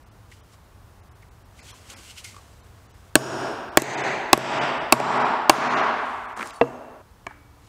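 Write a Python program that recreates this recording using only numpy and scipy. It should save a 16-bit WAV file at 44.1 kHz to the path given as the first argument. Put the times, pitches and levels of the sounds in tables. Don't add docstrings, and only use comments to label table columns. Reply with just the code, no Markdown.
import sys
import numpy as np
from scipy import signal
from scipy.fft import rfft, irfft
from scipy.io import wavfile
from scipy.ndimage import uniform_filter1d

SR = 44100
rng = np.random.default_rng(int(sys.argv[2]) if len(sys.argv) > 2 else 0)


def invert_db(level):
    return 10 ** (np.asarray(level, dtype=float) / 20)


def pcm_store(signal):
    levels = np.round(np.clip(np.atleast_2d(signal), -1, 1) * 32767)
    wavfile.write(sys.argv[1], SR, levels.astype(np.int16).T)


N = 338688
CLOCK = np.arange(N) / SR
SCENE_CHANGE_S = 7.023

# pitch_hz, level_db per Hz
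AIR_COLOUR = [(12, -53.5), (20, -1.5), (77, -4.5), (113, -6), (134, -16), (204, -18.5), (222, -21),
              (248, -21.5), (485, -24), (574, -25.5), (624, -24), (1090, -24), (2460, -36), (14700, -45.5),
              (16000, -44.5)]
# pitch_hz, level_db per Hz
CLOTH_COLOUR = [(880, -33.5), (1500, -4), (1700, -16.5), (2070, -3.5), (2420, -2.5), (3030, -2),
                (3480, -4.5), (7980, -5), (15500, -23.5)]
# time_s, hiss_db, body_db
RUSTLE_STROKES = [
    [(.3, -63, -15), (.6, -89, -3)],
    [(6.365, -50.5, 6), (6.41, -48, 15), (6.47, -48.5, 4), (6.52, -51, -4), (6.608, -61, -3)],
    [(5.8, -70, -13), (6.1, -58, -11), (6.36, -67, -10)],
    [(7.5, -85, -2.5), (7.68, -60, -7)],
]
# time_s, level_db
ARM_RAISE = [(1.5, -81), (1.59, -56.5), (1.7, -55), (1.85, -56.5), (1.92, -46.5), (2.08, -57.5),
             (2.4, -59.5), (2.75, -68), (3.1, -64.5)]
# crest_s, level_db, rise_s, fall_s, fold_hz (rise and fall span 20 dB)
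SLEEVE_TUGS = [(0.54, -57, .06, .03, 1150), (0.318, -57, .004, .08, 3000),
               (1.704, -48.5, 0.089, 0.046, 3420), (1.903, -44.5, 0.0093, 0.011, 3050),
               (2.111, -47, 0.13, 0.028, 2900), (2.183, -41.5, 0.03, 0.039, 2880),
               (2.246, -41.5, 0.01, 0.1, 2120)]
# start_s, body_db, body_hz, crack_db
PRONG_SEATING = [(0.314, -47, 2080, -54), (1.222, -52, 2090, -59), (1.589, -48, 2160, -56),
                 (1.8995, -46, 3060, -40), (1.726, -47, 1050, -55), (2.243, -43, 2120, -38)]
# start_s,
# body_db, body_hz, crack_db
WOOD_TOUCHES = [(0.54, -56, 1200, -66), (2.342, -58, 1100, -59), (2.3645, -54, 2600, -47),
                (2.388, -60, 1110, -55), (4.9995, -21, 790, -32.5), (4.999, -28.5, 2300, -50),
                (5.0003, -22, 380, -50), (7.266, -30, 940, -38.5), (7.306, -43, 1600, -61),
                (7.308, -39, 940, -64), (3.443, -25, 910, -50)]
# start_s, body_db, body_hz, crack_db
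HEAD_REBOUNDS = [
    (3.797, -33, 6200, -56),
    (3.8005, -41, 7800, -55),
    (3.8196, -19.5, 395, -23.5),
    (4.3405, -43, 8000, -43),
    (4.3759, -18, 353, -29),
    (5.5055, -24, 905, -39),
]
# start_s, body_db, body_hz, crack_db
CARDBOARD_SCUFFS = [(6.3742, -28, 900, -38), (6.3917, -36, 3000, -49), (6.3945, -22.5, 1180, -50),
                    (6.4074, -26, 1700, -51), (6.4098, -24, 1700, -49), (6.4184, -26, 1500, -53),
                    (6.4276, -21, 1500, -36), (6.4575, -29, 1000, -39), (6.473, -46, 2000, -34),
                    (6.4975, -45, 3000, -52), (6.5066, -36.5, 2980, -56), (6.639, -28, 1000, -60)]
# crack_hz, length_s
CONTACT_KINDS = [(5200, 0.0116), (4370, 0.0059), (7461, 0.0038), (6500, 0.0025)]
# start_s, level_db
HANDLE_ROCKS = [(2.3435, -39), (2.3652, -33), (2.3805, -44), (2.3845, -44)]
# pitch_hz, level_db, t60_s
HANDLE_ROCK_MODES = [(1150, 0, .028), (420, -8, .02)]
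# start_s, thud_db, knock_db, steel_db, gain_dive_db
HAMMER_BLOWS = [
    (3.1545, -8, -5.5, 13, 18.5),
    (3.7724, -7.5, -3, 7, 23.5),
    (4.3305, -3, 0, 10, 24.5),
    (4.924, -2, -0.5, 12, 22.5),
    (5.4959, -21, -0.5, 7.5, 19.5),
]
# pitch_hz, width_hz, level_db
STEEL_PEAKS = [
    [(3650, 240, -8), (4380, 140, -12.5), (5130, 160, -9), (5570, 170, -11), (6920, 350, -4),
     (8620, 530, 1.5), (10100, 230, -10.5), (11800, 290, -10.5), (12600, 170, -18.5), (14100, 290, -11),
     (15500, 260, -22)],
    [(4260, 200, -5), (4940, 180, -4), (6200, 190, -6.5), (7270, 180, -1), (7800, 340, 2), (9000, 280, -7),
     (9760, 120, -13), (11800, 400, -12.5), (12000, 140, -12.5), (13100, 280, -12), (14200, 310, -3.5)],
    [(4410, 110, -7), (5000, 170, -1), (7440, 240, -8.5), (7900, 100, -8.5), (8260, 630, -7.5),
     (9470, 500, -7), (10300, 120, -14.5), (12600, 190, -15), (13100, 210, -15.5), (14900, 170, -17),
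     (15600, 160, -20)],
    [(4420, 110, 1), (5650, 97, -6.5), (7300, 100, -5), (7800, 87, -3), (9040, 230, -5.5), (9800, 98, -6),
     (10800, 94, -15), (12400, 180, -12), (12800, 180, -13.5), (14100, 120, -17.5), (14900, 110, -18)],
    [(4580, 130, 0.5), (4880, 120, 0.5), (5740, 140, -2), (7320, 230, -8), (7860, 130, -10),
     (9450, 110, -11), (10700, 200, -13.5), (11300, 94, -19), (11800, 160, -16), (13900, 160, -18.5),
     (15300, 210, -16.5)],
]
# pitch_hz, level_db, t60_s
BENCH_MODES = [(129, -15, 0.24), (232, -7.5, 0.13), (454, -12.5, 0.092)]
# pitch_hz, level_db, t60_s
BOARD_MODES = [(613, -7, 0.11), (655, -8.5, 0.081), (783, -1, 0.035), (922, -3.5, 0.038),
               (1100, -6.5, 0.086), (1330, -10, 0.038), (1680, -6, 0.03), (1910, -13.5, .018),
               (2266, -11.5, 0.042), (2650, -3.5, 0.024), (3014, -7, 0.0039), (3530, -13, 0.0089)]
# pitch_hz, level_db, t60_s
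BLOW_BOARD_MODES = [
    [(316, -3, 0.062), (620, -13, 0.033), (1570, 3.5, 0.016), (2600, -9, 0.013), (1360, -7.5, .02),
     (2990, -9.5, 0.013)],
    [(332, 0, 0.054), (710, -10.5, 0.044), (1100, -5.5, 0.017), (1850, 3, 0.014), (2210, -2, 0.018),
     (2980, -7.5, 0.0098), (3300, -4.5, 0.014)],
    [(356, 2, 0.046), (795, 2.5, 0.03), (1090, 2, 0.03), (2600, 0.5, 0.014), (3440, 1.5, 0.013),
     (1730, -10, .015), (1960, -7.5, .02), (3000, -6, 0.016)],
    [(336.3, -2.5, 0.059), (790, -2, 0.039), (1100, -6, 0.04), (1600, -9, 0.021), (2620, -10.5, 0.021),
     (2050, -10, .02), (3270, -4, .01)],
    [(328, -5.5, 0.082), (780, 7.5, 0.018), (1080, -1, .04), (2210, -3.5, .025), (2760, -3.5, 0.032),
     (1630, -5, .015), (3500, -7, .012)],
]
# pitch_hz, width_hz, level_db
ECHO_GAPS = [
    [(4255, 89, -1), (6160, 260, -13), (7500, 240, -15.5), (9690, 150, -8), (10020, 150, 0.5),
     (10465, 150, -13), (11760, 90, -13), (12700, 300, -17.5), (14210, 200, -17.5)],
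    [(5600, 170, -6.5), (8000, 300, 3), (8590, 120, -7.5), (9390, 150, -19), (10465, 100, -7),
     (12000, 250, 7.5), (12620, 160, -19), (13135, 120, -9), (13970, 400, 9.5)],
    [(4170, 300, -7), (6600, 820, -3), (7800, 350, 5), (9100, 150, -7.5), (10250, 200, 7),
     (10850, 140, -12), (11600, 70, 10.5), (12060, 260, -20.5), (12950, 300, 7), (13400, 98, -9),
     (13820, 70, 7.5), (14040, 130, -18.5)],
    [(4330, 84, -2), (6500, 500, -7.5), (9216, 90, 6.5), (9905, 140, -16.5), (10120, 60, 6.5),
     (10465, 170, -7), (11540, 70, 12.5), (12400, 480, 6), (13600, 200, -8.5)],
    [(8000, 160, -4.5), (9000, 500, 6), (9560, 70, 13.5), (11500, 90, 10.5), (10300, 200, -9.5),
     (12000, 3100, 4), (13830, 70, 9), (14350, 130, 6.5)],
    [(2710, 33, 14), (246, 6.6, -3), (6416, 46, 14), (11600, 50, 13)],
]
TOOL_RATTLE_DB = [-12, -12, -14.5, -8, -13.5]
WALL_SHEEN_DB = [-23, -25, -24.5, -27, -27]
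# pitch_hz, level_db per Hz
BLOW_1_ECHO = [(53, -47.5), (90, -15), (122, -7.5), (161, -16.5), (389, -1.5), (473, -9.5), (653, -4),
               (1190, -10), (1550, -9), (2090, -25), (2770, -19.5), (4350, -31.5), (5390, -22),
               (6140, -25.5), (15500, -54.5)]
BLOW_2_ECHO = [(53, -50.5), (90, -29), (130, -12.5), (218, -15.5), (398, -3.5), (483, -11.5), (639, -5),
               (902, -4), (1190, -13), (2000, -8), (3290, -23.5), (4160, -23), (5390, -32), (6270, -25.5),
               (15500, -67.5)]
BLOW_3_ECHO = [(53, -54.5), (90, -30), (130, -11.5), (172, -11), (242, -10.5), (389, -5), (494, -10.5),
               (653, 0), (2830, -14), (4260, -22), (5170, -25), (7950, -37), (15500, -74)]
BLOW_4_ECHO = [(53, -61), (90, -30.5), (122, -16), (168, -14.5), (242, -9.5), (301, -11.5), (443, -5),
               (473, -14.5), (639, -4.5), (922, 1), (4840, -30.5), (7450, -36), (15500, -78.5)]
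BLOW_5_ECHO = [(53, -69.5), (90, -35.5), (117, -20.5), (165, -17.5), (242, -9.5), (350, -11.5), (443, -6),
               (483, -17), (639, -4.5), (1100, -1.5), (1880, -11.5), (6550, -36.5), (15500, -76.5)]
LAID_ECHO = [(53, -68), (90, -34.5), (124, -18), (209, -15), (237, -3), (342, -5.5), (653, 1), (1300, -12),
             (1760, -15.5), (2050, -22), (2770, -26), (3820, -35), (15500, -53.5)]
ECHO_CREST_DB = [-28, -24, -22, -19.5, -19.5, -44]
# pitch_hz, t60_s
HALL_DECAY = [(100, 1), (300, 1.4), (1000, 1.99), (3000, 1.63), (7000, 0.81), (15000, 1.2)]
# pitch_hz, level_db over the echo colour, t60_s
STANDING_WAVES = [(133.8, -9, 0.73), (246, -6.5, 1.4), (429, -14.5, 1), (649, -14, 0.86), (1133, -16, 2.7),
                  (1406, -15, 1.4), (956, -11, 1.4)]
# start_s, level_db
SQUEAKS = [(6.538, -51.5), (6.556, -46), (6.578, -57)]
# pitch_hz, level_db, t60_s
SQUEAK_MODES = [(3820, 0, .04), (4480, 6, 0.055), (9150, 6, .05), (10800, -2, 0.045)]
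# start_s, force_db, gain_dive_db
LAID_HAMMER = (6.6123, -13.5, 2.6)
# pitch_hz, level_db, t60_s
LAID_MODES = [(131.8, -14, 0.36), (272, 1, 0.114), (475, 7.5, 0.098), (667, 10, 0.037), (940, 5, 0.035),
              (1025, 1, 0.039), (1222, -5.5, 0.066), (1640, -3.5, 0.043), (1940, 1.5, 0.018),
              (2712, -3, 0.046), (4250, -41, .02), (7935, -54.5, .01)]
# start_s, level_db
LAST_TAP = (7.2665, -25.5)
# pitch_hz, level_db, t60_s
TAP_MODES = [(290, -30, 2.), (290, -12, .05), (390, -7, .05), (470, -14, .04), (580, -10, .03),
             (680, -5, .04), (920, -7, .04), (1170, -6, .025), (1650, -7, .04), (1760, -6, .03),
             (2240, -5, .04), (2300, -10, .04), (2262, -30, 1.1), (2330, -35, .6), (3030, -8, .018),
             (4150, -14, .012)]
DULL_MOMENTS = [.05, .1, .42, 1.02, 1.1, 1.14, 1.3, 1.44, 1.615, 1.725, 1.955, 2.62, 2.88, 2.93, 3.705,
                3.96, 4.025, 4.6, 4.8, 5.19, 5.24, 5.69, 5.755, 5.82, 6.27, 6.35, 6.52]


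def shaped(points, size=N):
    hz, db = np.transpose(points)
    f = np.maximum(np.arange(size // 2 + 1) * SR / size, 1)
    gain = invert_db(np.interp(np.log(f), np.log(hz), db, left=-90))
    x = irfft(rfft(rng.standard_normal(size)) * gain, size)
    return x / np.std(x)


def bandpass(order, low_hz, high_hz, x):
    return signal.sosfilt(signal.butter(order, [low_hz, high_hz], "band", fs=SR, output="sos"), x)


def walk(rate):
    k = int(SR / rate)
    held = np.repeat(rng.standard_normal(N // k + 1), k)
    return 0.73 * uniform_filter1d(held, k)[:N]


def ring(modes, scatter_db=0.0, detune=0.0046, rise=0.00025):
    t = CLOCK[:SR // 2]
    hz, db, t60 = np.transpose(modes)[:, :, None]
    chance = rng.standard_normal((len(modes), 3)).T[:, :, None]
    wave = np.sin(2 * np.pi * hz * (1 + detune * chance[0]) * t + 0.66 * chance[2])
    decay = 1000 ** (-t / t60)
    attack = (1 - np.exp(-t / rise)) ** 2
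    return np.sum(invert_db(db + scatter_db * chance[1]) * wave * decay, axis=0) * attack


def add(out, s, x):
    i = int(s * SR)
    out[i:i + len(x)] += x[:N - i]


def crack(length, hz, width=1.0):
    high_hz = min(hz * (1 + width), .45 * SR)
    noise = bandpass(2, hz / (1 + width), high_hz, rng.standard_normal(SR // 2))
    t = CLOCK[:SR // 2] / (0.22 * length)
    hump = t * np.exp(1 - t)
    return invert_db(-1.0) * noise * hump * np.linalg.norm(hump) / np.linalg.norm(noise * hump)


def room_air(quick, slow):
    floor = invert_db(-48 + 1.0 * walk(2.2)) * shaped(AIR_COLOUR)
    hiss = signal.sosfiltfilt(signal.butter(2, 2500, "high", fs=SR, output="sos"), floor)
    return quick ** .25 * slow * (floor - hiss) + quick ** .08 * hiss


def sleeves():
    arm_body_db, fold_db, fold_width = -3, -4, 0.057
    hiss = shaped(CLOTH_COLOUR) * invert_db(1.2 * walk(66) + 0.87 * walk(270))
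    body_colour = [(120, -24.5), (220, -2.0), (400, -5.0), (1200, -6.5), (2000, -8.0),
                   (2600, -36.0), (20000, -70.5)]
    body = shaped(body_colour) * invert_db(2.2 * walk(40))
    arm_level = invert_db(np.interp(CLOCK, *np.transpose(ARM_RAISE), left=-120, right=-120))
    out = arm_level * (hiss + invert_db(arm_body_db) * body)
    for stroke in RUSTLE_STROKES:
        s, hiss_db, body_db = np.transpose(stroke)
        level = invert_db(np.interp(CLOCK, s, hiss_db, left=-120, right=-120))
        out += level * (hiss + invert_db(np.interp(CLOCK, s, body_db)) * body)
    for s, db, rise, fall, hz in SLEEVE_TUGS:
        fold = bandpass(2, hz / (1 + fold_width), hz * (1 + fold_width), rng.standard_normal(N))
        level = invert_db(db - 20 * np.where(CLOCK < s, (s - CLOCK) / rise, (CLOCK - s) / fall))
        out += level * (hiss + invert_db(fold_db) * fold / np.std(fold))
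    return out


def small_contacts():
    out = np.zeros(N)
    kinds = (PRONG_SEATING, WOOD_TOUCHES, HEAD_REBOUNDS, CARDBOARD_SCUFFS)
    for kind, (crack_hz, length) in zip(kinds, CONTACT_KINDS):
        for s, body_db, body_hz, crack_db in kind:
            body_width = max(0.00077 / length, .11, 130 / body_hz)
            add(out, s, invert_db(crack_db) * crack(0.82 * length, crack_hz, 0.62))
            add(out, s + 0.1 * length, invert_db(body_db) * crack(1.56 * length, body_hz, body_width))
    return out


def handle_rocking():
    out = np.zeros(N)
    for s, db in HANDLE_ROCKS:
        add(out, s, invert_db(db) * ring(HANDLE_ROCK_MODES))
    return out


def steel(peaks):
    added_width_hz = 160
    modes = []
    for hz, width, db in peaks:
        damped_hz = width + added_width_hz
        modes.append((hz, db + 20 * np.log10(damped_hz / 600), 2.4 / damped_hz))
    return ring(modes, 0, 0, 0.00023)


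def gaps(f, nulls):
    return invert_db(sum(gap_db * np.exp(-((f - hz) / width) ** 2) for hz, width, gap_db in nulls))


def gapped_noise(nulls):
    f = 2. * np.arange(SR // 4 + 1)
    return irfft(rfft(rng.standard_normal(SR // 2)) * gaps(f, nulls), SR // 2)


def rattle(nulls, db):
    hz, t60 = 8500, 0.1
    chatter = bandpass(3, 0.19 * hz, min(1.1 * hz, .45 * SR), gapped_noise(nulls))
    return invert_db(db) * chatter * 1000 ** (-CLOCK[:SR // 2] / t60)


def sheen(nulls, db):
    hz, t60 = 7500, .3
    t = CLOCK[:SR // 2]
    treble = bandpass(1, hz, 1.6 * hz, gapped_noise(nulls))
    return invert_db(db) * treble * 1000 ** (-t / t60) * (1 - np.exp(-t / .006))


def hammer_blows():
    out = np.zeros(N)
    force = -invert_db(4.5)
    details = zip(HAMMER_BLOWS, STEEL_PEAKS, BLOW_BOARD_MODES, ECHO_GAPS, WALL_SHEEN_DB, TOOL_RATTLE_DB)
    for blow, peaks, board, nulls, sheen_db, rattle_db in details:
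        s, thud_db, knock_db, steel_db, _ = blow
        metal = steel(peaks) + invert_db(-11.5) * crack(0.0017, 5500)
        wood = ring(BOARD_MODES) + invert_db(-11.5) * crack(0.014, 1500)
        add(out, s, force * (invert_db(steel_db) * metal + invert_db(knock_db) * wood))
        add(out, s, force * ring(board, 0, 0, 0.00033))
        add(out, s, rattle(nulls, rattle_db) + sheen(nulls, sheen_db))
        add(out, s + 0.0016, force * invert_db(thud_db) * ring(BENCH_MODES, rise=0.0021))
    return out


def echo(colour, nulls, db):
    melt_s, melt_hz = .15, 8500
    f, t, z = signal.stft(shaped(colour, size=3 * SR), SR, nperseg=1024)
    hall_hz, hall_t60 = np.array(HALL_DECAY).T
    t60 = np.interp(np.log(f + 1), np.log(hall_hz), hall_t60)
    gap_gain = gaps(f, nulls)
    melts = (gap_gain > 1) & (f > melt_hz)
    strength = np.where(melts[:, None], np.exp(-t / melt_s), 1)
    decay = 1000 ** (-(t - .3) / t60[:, None])
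    tail = signal.istft(z * gap_gain[:, None] ** strength * decay, SR)[1][:3 * SR]
    t = CLOCK[:3 * SR]
    for hz, mode_db, mode_t60 in STANDING_WAVES:
        level = invert_db(mode_db + np.interp(hz, *np.transpose(colour)))
        tail = tail + level * np.sin(2 * np.pi * hz * t) * 1000 ** (-(t - .3) / mode_t60)
    return invert_db(db) * tail * (1 - np.exp(-t / 0.0033))


def hall():
    out = np.zeros(N)
    times = [row[0] for row in HAMMER_BLOWS] + [LAID_HAMMER[0]]
    colours = (BLOW_1_ECHO, BLOW_2_ECHO, BLOW_3_ECHO, BLOW_4_ECHO, BLOW_5_ECHO, LAID_ECHO)
    for s, colour, nulls, db in zip(times, colours, ECHO_GAPS, ECHO_CREST_DB):
        add(out, s, echo(colour, nulls, db))
    return out * np.clip((SCENE_CHANGE_S - CLOCK) / 0.0088, 0, 1)


def rebound_knocks():
    out = np.zeros(N)
    for s, body_db, body_hz, _ in HEAD_REBOUNDS:
        if body_hz < 2000:
            knock = ring(BOARD_MODES, 3.5) * np.exp(-CLOCK[:SR // 2] / 0.0066)
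            add(out, s, invert_db(body_db - 5) * knock)
    return out


def squeaks():
    out = np.zeros(N)
    for s, db in SQUEAKS:
        add(out, s, invert_db(db) * ring(SQUEAK_MODES, rise=0.0032))
    return out


def hammer_laid_down():
    out = np.zeros(N)
    s, force_db, _ = LAID_HAMMER
    body = ring(LAID_MODES, 0.37, 0.003, 0.00035)
    crunch = invert_db(-5.0) * crack(0.03, 386, 0.5) + invert_db(-12.5) * crack(0.0062, 2870, 0.3)
    add(out, s, invert_db(force_db) * (body + crunch))
    return out


def last_tap():
    out = np.zeros(N)
    s, db = LAST_TAP
    add(out, s, invert_db(db) * ring(TAP_MODES, 0.9, 0.0039, 0.00015))
    add(out, s, invert_db(db - 25) * crack(0.18, 1340, 0.47))
    return out


def gain_control():
    dive_s, climb_s, climb_bend = 0.0086, 0.31, 1.12
    slow_db, slow_s = 4, 3.6
    cut_db = np.zeros(N)
    for row in HAMMER_BLOWS + [LAID_HAMMER]:
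        t = np.maximum(CLOCK - row[0], 0)
        climb = np.clip(1 - t / climb_s, 0, 1) ** climb_bend
        cut_db = np.maximum(cut_db, row[-1] * (1 - np.exp(-t / dive_s)) * climb)
    since = CLOCK[:, None] - np.array([row[0] for row in HAMMER_BLOWS])
    held = np.where(since > 0, np.exp(-(np.maximum(since, 0) / slow_s) ** 2), 0)
    slow = np.max(held, axis=1) * (CLOCK < SCENE_CHANGE_S)
    return invert_db(-cut_db), invert_db(-slow_db * slow)


def thin_treble(x):
    mask_db, scatter_db = -57, 10
    dull_db, spared_db, spared = -30, 3, .5
    top_band, top_db = 91, -14
    f, t, z = signal.stft(x, SR, nperseg=1024, noverlap=768)
    bands = (np.abs(z[:512]) ** 2).reshape(128, 4, -1).mean(axis=1)
    loudest = bands.max(axis=0)
    under_db = 10 * np.log10(bands / loudest + 1e-18)
    chance = uniform_filter1d(rng.standard_normal(bands.shape), size=18, axis=1) * 4.2
    keep = 1 / (1 + np.exp(np.clip(mask_db + scatter_db * chance - under_db, -30, 30)))
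    keep[top_band:] = 0
    keep[:, loudest > .05 * bands.max()] = 1
    keep[top_band:] *= invert_db(top_db)
    keep[:20] = 1
    dull = np.min(np.abs(t[:, None] - np.array(DULL_MOMENTS)), axis=1) < .011
    escapes = chance < -spared * np.arange(128)[:, None] / 18
    keep[16:, dull] *= invert_db(np.where(escapes, spared_db, dull_db))[16:, dull]
    z[:512] *= np.repeat(keep, 4, axis=0)
    return signal.istft(z, SR, noverlap=768)[1][:N]


def scene():
    quick, slow = gain_control()
    air = room_air(quick, slow)
    cloth = sleeves()
    contacts = small_contacts() + handle_rocking() + rebound_knocks() + squeaks() + last_tap()
    knocks = hammer_blows() + hammer_laid_down() + hall()
    return (quick * knocks + air + contacts + cloth)[None]


def top_cut(x):
    return signal.sosfilt(signal.butter(12, 16410, fs=SR, output="sos"), x)


def record(dry):
    bass_cut = signal.sosfilt(signal.butter(2, 45, "high", fs=SR, output="sos"), dry)
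    flat = np.clip(bass_cut, -.97, .97)
    flat = signal.sosfilt(signal.butter(1, 40, "high", fs=SR, output="sos"), flat)
    mix = thin_treble(flat[0])[None]
    return top_cut(mix)


dry = scene()
out = record(dry)
pcm_store(out)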